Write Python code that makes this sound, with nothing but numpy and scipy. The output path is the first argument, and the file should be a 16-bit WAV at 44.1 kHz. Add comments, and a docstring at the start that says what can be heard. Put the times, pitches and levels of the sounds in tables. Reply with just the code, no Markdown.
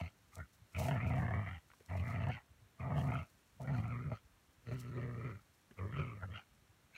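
"""The tail of a throaty growl opens the scene, then a dog growls in short bursts, tugging a toy on a lawn.
Uneven vocal folds hum in the chest; their snaps and puffs of breath rasp through resonances of throat and mouth.
Paws and shoes rustle the grass as crackling shaped noise; ticks, thuds and taps are short decaying bursts.
Under it all lies the quiet air of the yard, a steady hush of shaped noise with a lumpy bass."""
import sys
import numpy as np
from scipy import signal
from scipy.fft import rfft, irfft
from scipy.io import wavfile
from scipy.ndimage import uniform_filter1d

SR = 44100
rng = np.random.default_rng(int(sys.argv[2]) if len(sys.argv) > 2 else 0)


def generate_wav(sig):
    """Save sig (samples, or channels by samples) to the path in sys.argv[1] as 16-bit PCM at SR."""
    pcm = np.round(np.clip(np.atleast_2d(sig).T, -1, 1) * 32767).astype(np.int16)
    wavfile.write(sys.argv[1], SR, pcm)


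N = 307377  # length [samples]

# Spectrum of the yard air: (frequency [Hz], relative level [dB])
AIR_SPECTRUM = [(18, -55), (30, 13.5), (109, 1), (461, -13.5), (1010, -13.5), (1590, -13.5), (4190, -21.5),
                (13000, -28), (16000, -31)]
# Spectrum of rustling grass: (frequency [Hz], relative level [dB])
GRASS_SPECTRUM = [(1880, -67), (3200, -18.5), (4330, -10.5), (5670, -11), (10500, -15.5), (12300, -16.5),
                  (16000, -20.5)]
# Steady shuffle in the grass: (time [s], level [dB])
SHUFFLE_LEVELS = [(0, -82.5), (1.0, -85.5), (2.0, -76), (2.5, -90), (3.2, -81), (4.3, -85.5), (5.8, -81),
                  (6.97, -86.5)]
# Scuffs of grass and cloth: (time [s], peak level [dB], rise per 10 dB [s], fade per 10 dB [s])
SCUFF_EVENTS = [(0.0, -64.5, .01, 0.011), (.352, -65.5, 0.019, 0.047), (0.541, -67.5, 0.0087, 0.019),
                (0.791, -50.5, 0.0052, 0.052), (.85, -56, 0.059, 0.05), (1.08, -66, 0.018, 0.07),
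                (1.19, -67.5, 0.035, 0.063), (1.98, -67, 0.025, 0.014), (2.1, -65.5, 0.048, 0.029),
                (2.99, -66, 0.034, 0.19), (3.63, -66, 0.019, 0.007), (3.79, -73.5, 0.12, 0.075),
                (4.735, -69, 0.022, 0.014), (4.8, -58, 0.018, 0.022), (6.97, -77.5, 0.033, .03)]
# Dry ticks: (time [s], level [dB])
TICK_EVENTS = [(0.3555, -37.5), (0.383, -49), (0.791, -55), (1.8617, -49), (2.2864, -51), (2.9796, -52),
               (3.618, -48), (3.8804, -53), (4.7255, -53)]
# Soft paw falls: (time [s], level before the thud envelope [dB])
THUD_EVENTS = [(0.613, -49), (2.614, -50), (6.691, -54)]
# Short faint taps between growls: (time [s], level before the tap envelope [dB], ring [Hz])
TAP_EVENTS = [(1.701, -56, 1210), (1.715, -57, 1610), (1.735, -56, 1260), (1.803, -55.5, 420),
              (5.709, -53.5, 291.7)]
# Folds slapping shut harder than usual: (time [s], relative drive [dB])
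HARD_SLAPS = [(0.748, -27), (0.883, -20), (0.91, -16), (1.002, -25), (1.22, -23), (1.281, -23),
              (1.307, -24), (1.337, -20), (1.462, -32.5), (2.268, -46), (3.034, -26), (3.118, -28),
              (3.602, -33), (3.674, -24.5), (3.827, -43), (4.116, -26.5), (4.712, -24.5), (5.961, -35),
              (5.99, -34), (6.224, -29)]
# Character, one row a growl: (unevenness of cycle length [ratio], breath share [0-1],
# mouth level within the upper rasp [dB], teeth level within it [dB], topmost hiss [dB])
GROWL_CHARACTERS = [(.16, 0.69, -7, -0.5, -14), (0.48, 0.5, 1.5, -3, -16), (.13, 0.71, -4.5, -1.5, -27),
                    (.14, 0.71, -5, -1.5, -16.5), (.17, 0.77, -1.5, -5.5, -20.5), (.14, 0.66, -1, -4.5, -9),
                    (0.09, 0.61, -1.5, -3, -10), (.12, 0.75, -2, -4.5, -19), (0.337, 0.81, -1.5, 4, -5)]
# Voice path, one table a growl: (time [s], throat level [dB], upper rasp above the throat [dB],
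# relative hum level [dB], throat resonance [Hz], mouth resonance [Hz], teeth resonance [Hz])
VOICE_PATHS = [
    [(0.0, -39.5, -15, -26, 670, 1270, 2020), (0.024, -61, 4, -40, 694, 1220, 2150),
     (0.07, -62.5, 5, -49, 695, 1360, 2150)],
    [(0.335, -73.5, 9, -75, 885, 1240, 2050), (0.371, -61, -8, -51, 670, 1230, 2070),
     (0.393, -55.5, -2.5, -44.5, 653, 1370, 1820), (0.413, -71.5, 16.5, -46.5, 600, 1480, 1750),
     (0.44, -84, 16, -53, 520, 1440, 1840)],
    [(0.755, -58, 8.5, -43, 678, 1370, 2270), (0.805, -43, -10, -36, 650, 1230, 2230),
     (0.923, -47, -7, -35, 710, 1510, 1700), (0.991, -52.5, 6, -35.5, 670, 1240, 1950),
     (1.077, -49.5, -2.5, -35.5, 680, 1330, 2285), (1.231, -47, -4, -34, 722, 1040, 1680),
     (1.29, -48.5, -1.5, -34, 705, 1140, 1740), (1.38, -51.5, -1, -35.5, 670, 1200, 1890),
     (1.47, -57, 6.5, -44, 705, 1230, 1930), (1.575, -67, 4.5, -52.5, 806, 1360, 2040)],
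    [(1.9, -55, 0.5, -44, 670, 1250, 1880), (1.952, -47.5, -5, -41, 666, 1120, 1987),
     (1.992, -56.5, -3.5, -40, 606, 1100, 2030), (2.1, -56, 6, -39.5, 687, 1290, 2070),
     (2.264, -49.5, -2, -35, 655, 1216, 1780), (2.302, -46.5, -6, -35.5, 720, 1380, 1760),
     (2.33, -66.5, 18, -44, 740, 1550, 2270), (2.375, -56, 1, -53, 894, 1400, 1920)],
    [(2.805, -56.5, 3.5, -43.5, 670, 1160, 2136), (2.879, -48.5, -6, -37.5, 700, 1200, 2010),
     (2.951, -45, -6, -38, 677, 1160, 1710), (3.039, -50.5, -4.5, -36.5, 700, 1170, 1810),
     (3.129, -46.5, 0, -34.5, 693, 1310, 2160), (3.235, -63, 5.5, -49, 660, 1350, 2250)],
    [(3.605, -54.5, -14.5, -45, 693, 1140, 2130), (3.665, -54.5, -3, -43, 607, 1450, 1850),
     (3.8, -54.5, -1, -34, 763, 1240, 1990), (3.893, -57, 2, -40, 690, 1320, 2310),
     (3.947, -57.5, 7, -37.5, 429, 1170, 2010), (4.04, -64.5, 3.5, -46, 410, 1320, 2000),
     (4.129, -52, -8, -38, 630, 1280, 2140), (4.16, -71, 10.5, -55, 593, 1287, 1990)],
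    [(4.67, -59.5, -4, -47.5, 471, 1290, 1890), (4.724, -48.5, -10.5, -38.5, 428, 1300, 1980),
     (4.8, -66.5, 0.5, -49, 428, 1300, 2050), (4.9, -60.5, -5, -46.5, 410, 1320, 1820),
     (4.99, -48, -6.5, -40, 435, 1260, 1900), (5.13, -62, 0, -45, 450, 1240, 1790),
     (5.28, -50, -2, -42, 426.6, 1307, 2040), (5.375, -72.5, 8, -53, 426.9, 1360, 1980)],
    [(5.785, -56.5, 3.5, -50, 490, 1250, 2170), (5.819, -55, 0.5, -41.5, 455, 1152, 1850),
     (5.889, -57.5, -4.5, -44, 387, 1150, 1800), (5.945, -60.5, 8, -41.5, 490, 1290, 1930),
     (5.997, -50, 3.5, -38.5, 423, 1310, 2340), (6.141, -62.5, 3.5, -46.5, 390, 1195, 2230),
     (6.21, -70.5, 6.5, -52.5, 647, 1300, 1600), (6.232, -51.5, -1, -45.5, 647, 1390, 1550),
     (6.267, -79, 10, -47.5, 500, 1300, 1650), (6.299, -56, -11, -48, 460, 1200, 1710),
     (6.345, -67.5, 15, -45, 565, 1370, 2030), (6.39, -62.5, 8.5, -59, 806, 1380, 2330)],
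    [(6.94, -80, 13, -90, 506, 1550, 2250), (6.97, -77, 15, -77, 493, 1540, 2380)],
]
# Fold path, one table a growl: (time [s], fold rate [Hz], level of the rasp at the lips [dB])
FOLD_PATHS = [
    [(0, 91.7, -59.5), (.07, 80.4, -63)],
    [(.35, 71.83, -95), (.44, 76.5, -92)],
    [(.76, 104.7, -56), (.92, 135.9, -60), (1.0, 112.1, -63.5), (1.19, 120.2, -63), (1.4, 99.9, -74),
     (1.474, 97.5, -65), (1.575, 87.3, -69)],
    [(1.9, 84.8, -64), (1.94, 90.3, -77), (1.98, 105.4, -55), (2.05, 113.9, -77), (2.234, 109, -58),
     (2.282, 116.8, -63), (2.334, 118.6, -54), (2.375, 119.8, -63.5)],
    [(2.805, 116.6, -75), (2.92, 118, -73), (3.0, 132.6, -58), (3.044, 129.3, -75), (3.204, 120.9, -58),
     (3.235, 113, -71)],
    [(3.605, 120.2, -80), (3.68, 144.7, -76), (3.77, 118.2, -65.5), (3.964, 116.9, -80), (4.07, 124.9, -87),
     (4.16, 110, -67.5)],
    [(4.67, 107.6, -68), (4.74, 124, -67), (4.86, 120.7, -75), (4.92, 120.3, -70), (5.03, 123.6, -68),
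     (5.09, 121.7, -79), (5.3, 122, -70), (5.375, 100.1, -93)],
    [(5.785, 95.57, -68), (5.848, 103.5, -92), (5.966, 120.2, -58), (6.06, 120, -66), (6.19, 97.6, -85),
     (6.31, 100.4, -77), (6.364, 95.8, -51.5), (6.39, 97.3, -58)],
    [(6.94, 98.9, -74), (6.97, 101, -57)],
]

AIR_DB = -67
ATTACK_DB_PER_S, HUM_RELEASE_DB_PER_S, RASP_RELEASE_DB_PER_S = 1092, 894, 456
EDGE_S = .05  # room left for attack and release
SLAP_BOOST_DB = 20.5
FALTER_DB = -6
BAND_LIMIT_HZ = 15800


def gain_of(db):
    """Turns decibels into an amplitude factor."""
    return 10 ** (np.asarray(db) / 20)


def evened(x):
    """Scales a sound to an rms of one."""
    return x / np.sqrt(np.mean(x ** 2) + 1e-20)


def add(mix, start_s, sound):
    """Lays a sound into the mix, cut off at the end of the mix."""
    part = mix[round(start_s * SR):][:len(sound)]
    part += sound[:len(part)]


def resonate(x, hz, width):
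    """Shifts the curve hz down to zero, smooths twice, and shifts back: a steep moving resonance."""
    turn = np.exp(2j * np.pi * np.cumsum(hz * np.ones(len(x))) / SR)
    r = np.exp(-np.pi * width / SR)
    smooth = signal.lfilter([(1 - r) ** 2], [1, -2 * r, r * r], x / turn + 1e-18)
    return 2 * (turn * smooth).real


def wobble(size, hz):
    """Smooth chance that changes about hz times a second, from twice-averaged noise."""
    span = max(round(SR / hz / 2), 1)
    once = uniform_filter1d(rng.standard_normal(size), span)
    return evened(uniform_filter1d(once, span))


def coloured(spectrum):
    """Noise with the given spectrum, its level drawn straight between points on a log frequency scale."""
    f, db = np.transpose(spectrum)
    hz = np.fft.rfftfreq(N, 1 / SR)
    shape = gain_of(np.interp(np.log(hz + 1), np.log(f + 1), db))
    return evened(irfft(rfft(rng.standard_normal(N)) * shape, N))


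def air():
    """The steady hush of the yard; its bass comes in lumps with the breeze."""
    hush = gain_of(AIR_DB) * coloured(AIR_SPECTRUM)
    low = signal.lfilter(*signal.butter(2, 250, fs=SR), hush)
    lumps = evened(gain_of(4.7 * wobble(N, 31)))
    return hush - low + low * lumps


def rustle():
    """Hiss of bending blades, made crackly by quick random changes of level."""
    t = np.arange(N) / SR
    power = gain_of(np.interp(t, *np.transpose(SHUFFLE_LEVELS))) ** 2
    for s, db, rise_s, fade_s in SCUFF_EVENTS:
        drop_db = 10 * np.maximum((t - s) / fade_s, (s - t) / rise_s)
        power = power + gain_of(db - drop_db) ** 2
    crackle = gain_of(3.2 * wobble(N, 500) + 2.2 * wobble(N, 60))
    return np.sqrt(power) * evened(coloured(GRASS_SPECTRUM) * crackle)


def small_sounds():
    """Ticks are a bright snap with a puff of noise, thuds a few low cycles, taps a click that rings briefly."""
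    out, t = np.zeros(N), np.arange(4000) / SR
    bright = coloured(GRASS_SPECTRUM)
    snap = gain_of(-60 * t / .0016) * np.sin(2 * np.pi * 7800 * t)
    puff_shape = gain_of(-13 - 60 * t / .012)
    for k, (s, db) in enumerate(TICK_EVENTS):
        puff = puff_shape * bright[4000 * k:][:4000]
        add(out, s, gain_of(db) * (snap + puff))
    thud = t / 0.019 * np.exp(1 - t / 0.0093) * np.sin(2 * np.pi * 105 * t)
    for s, db in THUD_EVENTS:
        add(out, s, gain_of(db) * thud)
    for s, db, hz in TAP_EVENTS:
        grit = evened(rng.standard_normal(len(t)))
        ring = evened(resonate(grit, hz, .6 * hz)) + .4 * evened(resonate(grit, 1700, 1500))
        shape = np.minimum(t / 0.00095, 1) * np.exp(-t * hz / 5.0 - t / 0.018)
        add(out, s, gain_of(db) * shape * ring)
    return out


def airway(drive, throat_hz, mouth_hz, teeth_hz, hiss_db):
    """The four groups of resonances between folds and lips: throat, mouth, teeth and lips."""
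    size = len(drive)
    # the tugged jaw trembles
    throat_hz, mouth_hz, teeth_hz = (f * (1 + .022 * wobble(size, 25)) for f in (throat_hz, mouth_hz, teeth_hz))

    throat = resonate(drive, throat_hz, 131) + 0.54 * resonate(drive, 1.262 * throat_hz, 90)
    throat = throat - 0.31 * resonate(drive, 0.707 * throat_hz, 83)
    throat = throat + 0.47 * resonate(drive, 388, 47) - 0.079 * resonate(drive, 968, 170)

    mouth = resonate(drive, mouth_hz, 209)
    teeth = resonate(drive, teeth_hz, 353) - 0.58 * resonate(drive, 700 + 0.839 * teeth_hz, 120)

    flap = wobble(size, 8.8)  # the lips curl and drop, opening the highest resonances
    lips = resonate(drive, 2650 + 120 * flap, 415)
    lips = lips - 0.34 * gain_of(5.2 * flap) * resonate(drive, 3080 + 90 * flap, 120)
    hiss = gain_of(hiss_db + 3 * wobble(size, 14))  # the topmost rasp comes and goes
    top = resonate(drive, 4250 + 150 * flap, 600) + 0.42 * resonate(drive, 6100 - 300 * flap, 500)
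    lips = lips + hiss * top

    # a side cavity traps the tones above the mouth
    mouth, teeth = (band - .95 * resonate(band, 1.19 * mouth_hz, 150) for band in (mouth, teeth))
    return np.array([throat, mouth, teeth, lips])


def fold_cycles(t, hz, uneven):
    """Slack folds close unevenly: running count of closings, and the random strength of each."""
    stretch, strength = np.clip(rng.standard_normal((400, 2)), -2, 2).T
    # runs of steady cycles, broken by slips
    closings = np.cumsum(np.exp(uneven * stretch * abs(stretch) / 1.3))
    turns = np.interp(np.cumsum(hz) / SR, closings - closings[0], np.arange(len(closings)) * 1.)
    # each hard slap is one of the closings
    inside = [s for s, db in HARD_SLAPS if t[0] < s < t[-1]]
    hit = np.array([t[0] - 1] + inside + [t[-1] + 1])
    then = np.interp(hit, t, turns)
    nudge = np.interp(t, hit, np.round(then) - then)
    return np.maximum.accumulate(turns + 1 + nudge), strength


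def chest_hum(snaps, hz):
    """Each closing thumps the chest, ringing at the fold rate and at fixed low tones."""
    chest = resonate(snaps, hz, 115.7) + 0.48 * resonate(snaps, 145.6, 35)
    chest = chest + 0.22 * resonate(snaps, 235.6, 40) + 1.5 * resonate(snaps, 87.8, 27)
    # closed jaws stop the higher tones
    hum = evened(signal.sosfilt(signal.butter(6, 272, fs=SR, output="sos"), chest))
    return signal.sosfilt(signal.butter(3, 58, "high", fs=SR, output="sos"), hum)


def growl(rows, folds, uneven, breath, mouth_db, teeth_db, hiss_db, slaps):
    """Each closing of the folds thumps the chest and sends a snap and a puff up the airway."""
    s, *columns = np.transpose(rows)
    t = np.arange(max(s[0] - EDGE_S, 0), min(s[-1] + EDGE_S, N / SR), 1 / SR)
    throat_db, open_db, hum_db, throat_hz, mouth_hz, teeth_hz = (np.interp(t, s, c) for c in columns)
    at, *columns = np.transpose(folds)
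    hz, lips_db = (np.interp(t, at, c) for c in columns)

    early, late = np.maximum(s[0] - t, 0), np.maximum(t - s[-1], 0)
    hum_db = hum_db - ATTACK_DB_PER_S * early - HUM_RELEASE_DB_PER_S * late
    edges_db = ATTACK_DB_PER_S * early + RASP_RELEASE_DB_PER_S * late
    throat_db, lips_db = throat_db - edges_db, lips_db - edges_db
    upper_db = throat_db + open_db

    turns, strength = fold_cycles(t, hz, uneven)
    cycle = turns.astype(int)
    # strong and weak closings alternate, and the push of air comes in uneven bursts
    force = gain_of(1.1 * strength[cycle] + 1.8 * (-1.) ** cycle)
    force = force * gain_of(.9 * wobble(len(t), 30))
    snaps = np.diff(cycle, prepend=cycle[0]) * force
    hum = chest_hum(snaps, hz)

    puffs = force * (.33 + np.exp(-(turns % 1) / .33)) * rng.standard_normal(len(t))
    puffs = signal.lfilter(*signal.butter(1, 900, "high", fs=SR), evened(puffs))  # breath is thin in the bass
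    drive = breath * 1.7 * puffs - (1 - breath) * 1.3 * evened(snaps)
    bands = airway(drive, throat_hz, mouth_hz, teeth_hz, hiss_db)
    # the shaken jaw shifts the balance
    rasp = [evened(band * gain_of(1.1 * wobble(len(t), 20))) for band in bands]
    levels = gain_of([throat_db, upper_db + mouth_db, upper_db + teeth_db, lips_db])

    # hard slaps are shared out much as the rasp is, with teeth and lips held back
    hard = airway(slaps[round(t[0] * SR):][:len(t)], throat_hz, mouth_hz, teeth_hz, hiss_db)
    shares = levels * gain_of([[0], [0], [-1], [-4]]) / np.linalg.norm(levels, axis=0)
    hard = gain_of(SLAP_BOOST_DB) * hard * shares

    voice = gain_of(hum_db + 0.22) * hum + (levels * rasp + hard).sum(0)
    soft_ends = signal.windows.tukey(len(t), min(0.00095 * SR / len(t), 1))
    return t[0], voice * soft_ends


def dog():
    """All growls; the voice falters just before each hard slap, which is a snap and a dying burst of air."""
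    out, slaps, falter = np.zeros(N), np.zeros(N), np.zeros(N)
    t = np.arange(1500) / SR
    stall = signal.windows.tukey(620, .5)[:520]  # cut short, so the voice returns at the slap
    noise = rng.standard_normal((len(HARD_SLAPS), len(t)))
    bursts = 0.059 * np.exp(-t / 0.032) * noise - (t == 0)
    for (s, db), burst in zip(HARD_SLAPS, bursts):
        add(slaps, s, gain_of(db) * burst)
        add(falter, s - len(stall) / SR, stall)
    for rows, folds, character in zip(VOICE_PATHS, FOLD_PATHS, GROWL_CHARACTERS):
        add(out, *growl(rows, folds, *character, slaps))
    return out * gain_of(FALTER_DB * uniform_filter1d(falter, size=40))


def scene():
    """Yard air, grass, small knocks and the dog, summed to one channel."""
    return (air() + rustle() + small_sounds() + dog())[None]


def record(dry):
    """The microphone loses the deepest bass and its port has two dips; then the band limit."""
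    x = signal.sosfilt(signal.butter(4, 58, "high", fs=SR, output="sos"), dry[0])
    x = x - .5 * resonate(x, 4840, 880) - 0.95 * resonate(x, 10470, 900)
    low_pass = signal.firwin(511, BAND_LIMIT_HZ, window=("kaiser", 9), fs=SR)
    return signal.oaconvolve(x, low_pass, "same")[None]


dry = scene()
out = record(dry)
generate_wav(out)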